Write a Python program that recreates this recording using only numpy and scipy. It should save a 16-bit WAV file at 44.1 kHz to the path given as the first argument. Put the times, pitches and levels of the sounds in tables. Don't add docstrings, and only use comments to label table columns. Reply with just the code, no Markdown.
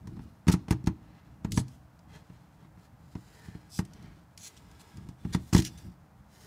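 import sys
import numpy as np
from scipy import signal
from scipy.fft import rfft, irfft
from scipy.io import wavfile
from scipy.ndimage import uniform_filter1d

SR = 44100
rng = np.random.default_rng(int(sys.argv[2]) if len(sys.argv) > 2 else 0)


def master_out(mix):
    frames = np.transpose(np.atleast_2d(mix))
    ceiling = np.clip(frames, -1, 1)
    pcm = np.round(ceiling * 32767).astype(np.int16)
    wavfile.write(sys.argv[1], SR, pcm)


N = 284886
TIME = np.arange(N) / SR
AGE = TIME[:SR // 2]


def undb(db):
    return 10 ** (np.asarray(db) / 20)


def decay(t60_s):
    return np.exp(-np.log(1000) * AGE / t60_s)


def unit_rms(x):
    return x / np.sqrt(np.mean(x ** 2))


def unit_attack(x):
    return x / np.sqrt(np.mean(x[:SR // 50] ** 2))


def add(out, start_s, x):
    i = max(int(start_s * SR), 0)
    out[i:i + len(x)] += x[:max(N - i, 0)]


def high_pass(x, corner_hz):
    return signal.sosfilt(signal.butter(2, corner_hz, "high", fs=SR, output="sos"), x)


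def colour(x, spectrum, size=4096):
    hz, db = np.transpose(spectrum)
    bin_hz = np.arange(size // 2 + 1) * SR / size
    gain = undb(np.interp(np.log(bin_hz + 1), np.log(hz), db))
    cepstrum = irfft(np.log(gain))
    cepstrum[1:size // 2] *= 2
    cepstrum[size // 2 + 1:] = 0
    response = irfft(np.exp(rfft(cepstrum)))
    return signal.fftconvolve(x, response)[:len(x)]


def drift(rate_hz):
    hold = max(int(SR / rate_hz), 1)
    steps = np.repeat(rng.standard_normal(N // hold + 1), hold)
    return unit_rms(uniform_filter1d(uniform_filter1d(steps, hold), hold)[:N])


def ring(modes, scatter_db, detune):
    draws = rng.standard_normal((len(modes), 2))
    return sum(undb(db + scatter_db * a) * decay(t60_s) * np.sin(2 * np.pi * hz * (1 + detune * b) * AGE)
               for (hz, db, t60_s), (a, b) in zip(modes, draws))


def slips(per_s, spread_db):
    impulses = (rng.random(N) < per_s / SR) * rng.standard_normal(N)
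    return impulses * undb(spread_db * rng.standard_normal(N))


def chatter(t60_s, first_db, tail_db, tail_t60_s):
    buzz = rng.standard_normal(len(AGE)) * (decay(t60_s) + undb(tail_db) * decay(tail_t60_s))
    buzz[0] = undb(first_db) * np.linalg.norm(buzz)
    return buzz


def hollow(x, t60_s, share_db):
    response = (rng.standard_normal(len(AGE)) * decay(t60_s))[:SR // 16]
    response *= undb(share_db) / np.linalg.norm(response)
    response[0] += 1
    return signal.fftconvolve(x, response)[:len(x)]


# frequency in Hz, relative level in dB.
ROOM_SPECTRUM = [(15, -48), (25, -26), (66, -0.5), (109, -4), (172, -2), (271, -16), (309, -8.5),
                 (344, -26.5), (769, -18), (1420, -25.5), (1860, -31), (2560, -36.5), (3630, -42.5),
                 (9270, -47.5), (15000, -45.5)]


def room_tone(level_db=-54.5):
    noise = unit_rms(colour(rng.standard_normal(N), ROOM_SPECTRUM))
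    rumble = signal.sosfiltfilt(signal.butter(2, 400, fs=SR, output="sos"), noise)
    air = noise - rumble
    return undb(level_db) * (undb(-1.5 + 2 * drift(12)) * rumble + undb(-1) * air)


# frequency in Hz, relative level in dB, T60 in seconds.
PANEL_MODES = [(55.4, -17, 0.051), (74.6, -13.5, 0.16), (106.5, -6.5, 0.2), (129, -7.5, 0.24),
               (163.6, -10.5, 0.17), (182.6, 2, 0.13), (217, -3, 0.084), (256, -2, 0.082),
               (301.6, -7.5, 0.14), (331.1, -7, 0.163), (411, -18.5, 0.17)]
# start in seconds, end in seconds, level in dB.
SHUDDER_SPANS = [(0.0, 0.29, -44), (1.465, 1.617, -35.5), (3.898, 4.187, -48.5), (4.923, 5.137, -46.5),
                 (5.232, 5.446, -39), (5.814, 5.936, -46)]


def shudders():
    force = sum(undb(db) * swell(start_s, end_s) for start_s, end_s, db in SHUDDER_SPANS)
    nudges = signal.sosfilt(signal.butter(2, 200, fs=SR, output="sos"), slips(per_s=930, spread_db=0.5))
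    rumble = signal.fftconvolve(nudges, ring(PANEL_MODES, scatter_db=1.5, detune=0.013))[:N]
    return force * unit_rms(high_pass(rumble, corner_hz=45))


def swell(start_s, end_s):
    progress = np.clip((TIME - start_s) / (end_s - start_s), 0, 1)
    return np.sqrt(np.abs(np.sin(np.pi * progress)))


# frequency in Hz, relative level in dB, T60 in seconds.
PLASTIC_MODES = [(450, 14.5, 0.04), (633, -4, 0.11), (825, -3, 0.083), (955.4, 2, 0.053),
                 (1300, -15, 0.035), (1330, -5, 0.055), (1700, 1.5, 0.036), (1862, -5.5, 0.089),
                 (2073, -4.5, 0.074), (2310, -16, 0.065), (3525, -5.5, 0.049), (3770, -21.5, 0.014),
                 (4254, -5, 0.059), (5270, 1, 0.022), (5770, -13.5, 0.016), (6900, -31, 0.023)]


def through_plastic(x, ring_db):
    body = ring(PLASTIC_MODES, scatter_db=2, detune=0.002)
    return x + undb(ring_db) * signal.fftconvolve(x, body / np.linalg.norm(body))[:len(x)]


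# frequency in Hz, relative level in dB.
FUR_SPECTRUM = [(300, -2), (1000, 0.5), (1900, 1.5), (2800, -2), (5500, -2), (8000, -4.5), (11000, -9),
                (16000, -12.5)]
# middle in seconds, length in seconds, level in dB, treble gain in dB.
FUR_STROKES = [(0.22, 0.46, -69, -7.5), (1.162, 0.5, -66, -27), (1.725, 0.2, -70, 4.5),
               (2.149, 0.16, -54.5, -11.5), (2.338, 0.64, -70.5, -10), (2.628, 0.13, -67, -21),
               (2.842, 0.14, -64.5, -4), (3.28, 0.71, -64.5, -1), (3.51, 0.68, -62.5, -7.5),
               (4.036, 0.5, -59.5, -15), (4.5, 0.31, -63, 1), (4.848, 0.75, -60, -6.5),
               (5.298, 0.34, -61.5, -4), (5.48, 0.26, -68, 10), (5.74, 0.51, -62, 1), (6.43, 0.37, -63, 6)]


def rubbing(resting_db=-77, treble_hz=3950):
    grain = slips(per_s=9000, spread_db=0.5) * undb(1.4 * drift(45))
    fur = unit_rms(through_plastic(colour(grain, FUR_SPECTRUM), ring_db=-12))
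    out = undb(resting_db) * fur
    for middle_s, length_s, db, treble_db in FUR_STROKES:
        span = np.abs(TIME - middle_s) < length_s / 2
        brush = unit_rms(hollow(fur[span], t60_s=0.037, share_db=-3.5))
        dull = signal.sosfiltfilt(signal.butter(2, treble_hz, fs=SR, output="sos"), brush)
        pressure = undb(db) * np.cos(np.pi * (TIME[span] - middle_s) / length_s) ** 2
        out[span] += pressure * (dull + undb(treble_db) * (brush - dull))
    return out


# frequency in Hz, relative level in dB.
SNAP_SPECTRUM = [(500, -19.5), (2000, 1.5), (3500, -3.5), (5500, 1), (7500, -3.5), (10000, -8),
                 (13000, -14), (16000, -20.5)]
# start in seconds, level in dB.
PLASTIC_TICKS = [(0.0725, -61.5), (0.478, -48), (0.516, -49), (0.524, -39.5), (0.841, -66.5), (0.8622, -58),
                 (1.52, -41), (1.6818, -62), (1.992, -70.5), (3.851, -61), (3.935, -61), (4.026, -67),
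                 (4.3764, -51.5), (4.714, -66), (4.971, -61), (5.088, -62), (5.58, -37.5), (5.601, -40.5),
                 (5.622, -44.5), (5.65, -40.5)]


def ticks():
    out = np.zeros(N)
    for start_s, db in PLASTIC_TICKS:
        contact = chatter(t60_s=0.02, first_db=-7, tail_db=-11, tail_t60_s=0.099)
        click = colour(hollow(contact, t60_s=0.097, share_db=-16), SNAP_SPECTRUM)
        add(out, start_s, undb(db) * unit_attack(high_pass(click, corner_hz=2400)))
    return out


# frequency in Hz, relative level in dB.
SCRAPE_SPECTRUM = [(400, -12), (1300, -5.5), (2200, -1), (3000, -3), (4500, -3), (6000, 0.5), (8000, -4.5),
                   (10000, -7.5), (13000, -17), (16000, -18)]


def graze():
    friction = colour(rng.standard_normal(len(AGE)) * decay(t60_s=0.073), SCRAPE_SPECTRUM)
    return unit_attack(friction)[:SR // 80][::-1]


def panel_boom(force_db, push_s=0.0023, flex_delay_s=0.00076):
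    contact_s = push_s * undb(-0.067 * force_db)
    push = np.sin(np.pi * np.minimum(AGE[:SR // 100] / contact_s, 1))
    modes = ring(PANEL_MODES, scatter_db=3.04, detune=0.011)
    boom = -signal.fftconvolve(modes, push)[:len(AGE)]
    boom = high_pass(boom, corner_hz=62)
    return np.interp(AGE - flex_delay_s, AGE, unit_attack(boom), left=0)


# frequency in Hz, relative level in dB.
CRACK_SPECTRUM = [(200, -19), (520, -6.5), (900, 5), (1500, -4), (2100, -7.5), (2700, -11), (4000, -20),
                  (8000, -48), (16000, -37)]


def knock(force_db, hardness_db):
    boom = panel_boom(force_db)
    buzz = chatter(t60_s=0.036, first_db=-13, tail_db=-12.5, tail_t60_s=0.15)
    plastic = ring(PLASTIC_MODES, scatter_db=1.5, detune=0.00054)
    crack = unit_attack(unit_attack(colour(buzz, CRACK_SPECTRUM)) + unit_attack(plastic))
    contact = chatter(t60_s=0.01, first_db=-0.5, tail_db=-24.5, tail_t60_s=0.13)
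    snap = unit_attack(colour(hollow(contact, t60_s=0.043, share_db=5.5), SNAP_SPECTRUM))
    boom_db = -20 + force_db
    crack_db = -36.5 + 0.98 * force_db + hardness_db / 2
    snap_db = -43 + 1.84 * force_db + hardness_db
    hit = undb(boom_db) * boom + undb(crack_db) * crack + undb(snap_db) * snap
    return undb(snap_db - 21.5) * graze(), hit


# time in seconds, force in dB re a firm knock, contact hardness in dB.
FLAP_BLOWS = [(0.0733, -20, -1), (0.168, -24, 0), (0.193, -22, 3), (0.4691, -7, -5.5), (0.4827, 3.5, 2),
              (0.494, -2, -4), (0.538, -1, -0.5), (0.683, -18.5, 17), (0.708, 0.5, 3), (0.841, -17.5, -23),
              (0.8719, -1, 1.5), (1.447, -8.5, 3), (1.575, -1, 8), (2.299, -26, -1), (2.648, -33.5, 6),
              (2.774, -30.5, -1), (3.153, -15, 1.5), (3.483, -21.5, -14), (3.55, -19.5, -4),
              (3.79, -4.5, 5.5), (4.98, -23.5, -8), (5.088, -20.5, -10), (5.25, -11, -9),
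              (5.348, -2.5, 4.5), (5.528, -3, 3.5), (5.548, 6.5, -1.5), (5.589, 0, -11)]


def knocks(bounce_above_db=0, bounce_s=0.016, bounce_db=-17.5, bounce_hardness_db=24.5):
    out = np.zeros(N)
    bounces = [(time_s + bounce_s, force_db + bounce_db, bounce_hardness_db)
               for time_s, force_db, _ in FLAP_BLOWS if force_db > bounce_above_db]
    for time_s, force_db, hardness_db in list(FLAP_BLOWS) + bounces:
        lead, hit = knock(force_db, hardness_db)
        add(out, time_s - len(lead) / SR, lead)
        add(out, time_s, hit)
    return out


# start in seconds, end in seconds, final level in dB, low cut in Hz.
EDGE_DRAGS = [(0.514, 0.528, -35, 900), (1.504, 1.599, -41.5, 4370), (3.692, 3.793, -44, 3800),
              (4.37, 4.478, -45, 2520), (4.564, 4.575, -55.5, 1790), (4.79, 4.816, -55, 1400),
              (5.325, 5.345, -40, 700), (5.531, 5.535, -28.5, 1200), (5.553, 5.594, -34.5, 700),
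              (5.636, 5.673, -40, 1840), (5.772, 5.786, -54.5, 3500)]


def scrapes(rise_db_per_s=100, attack_share=0.27, release_s=0.01):
    out = np.zeros(N)
    grain = slips(per_s=9000, spread_db=3) * undb(0.55 * drift(180))
    grit = through_plastic(colour(grain, SCRAPE_SPECTRUM), ring_db=-4)
    for start_s, end_s, db, low_cut_hz in EDGE_DRAGS:
        length_s = end_s - start_s
        stroke = hollow(grit[int(start_s * SR):][:len(AGE)], t60_s=0.0074, share_db=-1.5)
        stroke = unit_rms(high_pass(stroke, low_cut_hz))
        pressure = undb(db - rise_db_per_s * np.maximum(length_s - AGE, 0))
        attack = 1 - np.exp(-AGE / (attack_share * length_s))
        release = np.exp(-np.maximum(AGE - length_s, 0) / release_s)
        add(out, start_s, pressure * attack * release * stroke)
    return out


# start and end in seconds, start and end pitch in Hz, width in Hz, level in dB.
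SQUEAK_GLIDES = [(3.329, 3.578, 1848, 1744, 199.8, -64.5), (3.717, 3.793, 4840, 6700, 993, -56.5),
                 (3.927, 4.176, 2000, 2320, 706, -71.5), (4.396, 4.482, 6620, 5620, 707, -56),
                 (5.675, 5.912, 3530, 3500, 69.7, -71)]


def squeaks():
    out = np.zeros(N)
    for start_s, end_s, start_hz, end_hz, width_hz, db in SQUEAK_GLIDES:
        pitch_hz = np.interp(TIME, [start_s, end_s], [start_hz, end_hz])
        phase = 2 * np.pi * np.cumsum(pitch_hz) / SR
        tone = unit_rms(drift(width_hz) * np.cos(phase) + drift(width_hz) * np.sin(phase))
        out += undb(db) * swell(start_s, end_s) * tone
    return out


def reverb(x, gain_db, t60_s, delay_s=0.012):
    spectrum = [(60, -2), (250, 2.5), (600, -9.5), (4000, -5), (15000, -22)]
    tail = colour(rng.standard_normal(len(AGE)), spectrum) * decay(t60_s) * (AGE > delay_s)
    return undb(gain_db) * signal.fftconvolve(x, tail)[:N]


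def scene():
    flap = knocks() + ticks() + scrapes() + squeaks() + shudders() + rubbing()
    return (flap + reverb(flap, gain_db=-47, t60_s=0.42) + room_tone())[None]


def record(dry):
    top_hz = 15500
    treble_cut = signal.ellip(8, 0.2, 70, top_hz, fs=SR, output="sos")
    return signal.sosfilt(treble_cut, high_pass(dry, corner_hz=32))


dry = scene()
out = record(dry)
master_out(out)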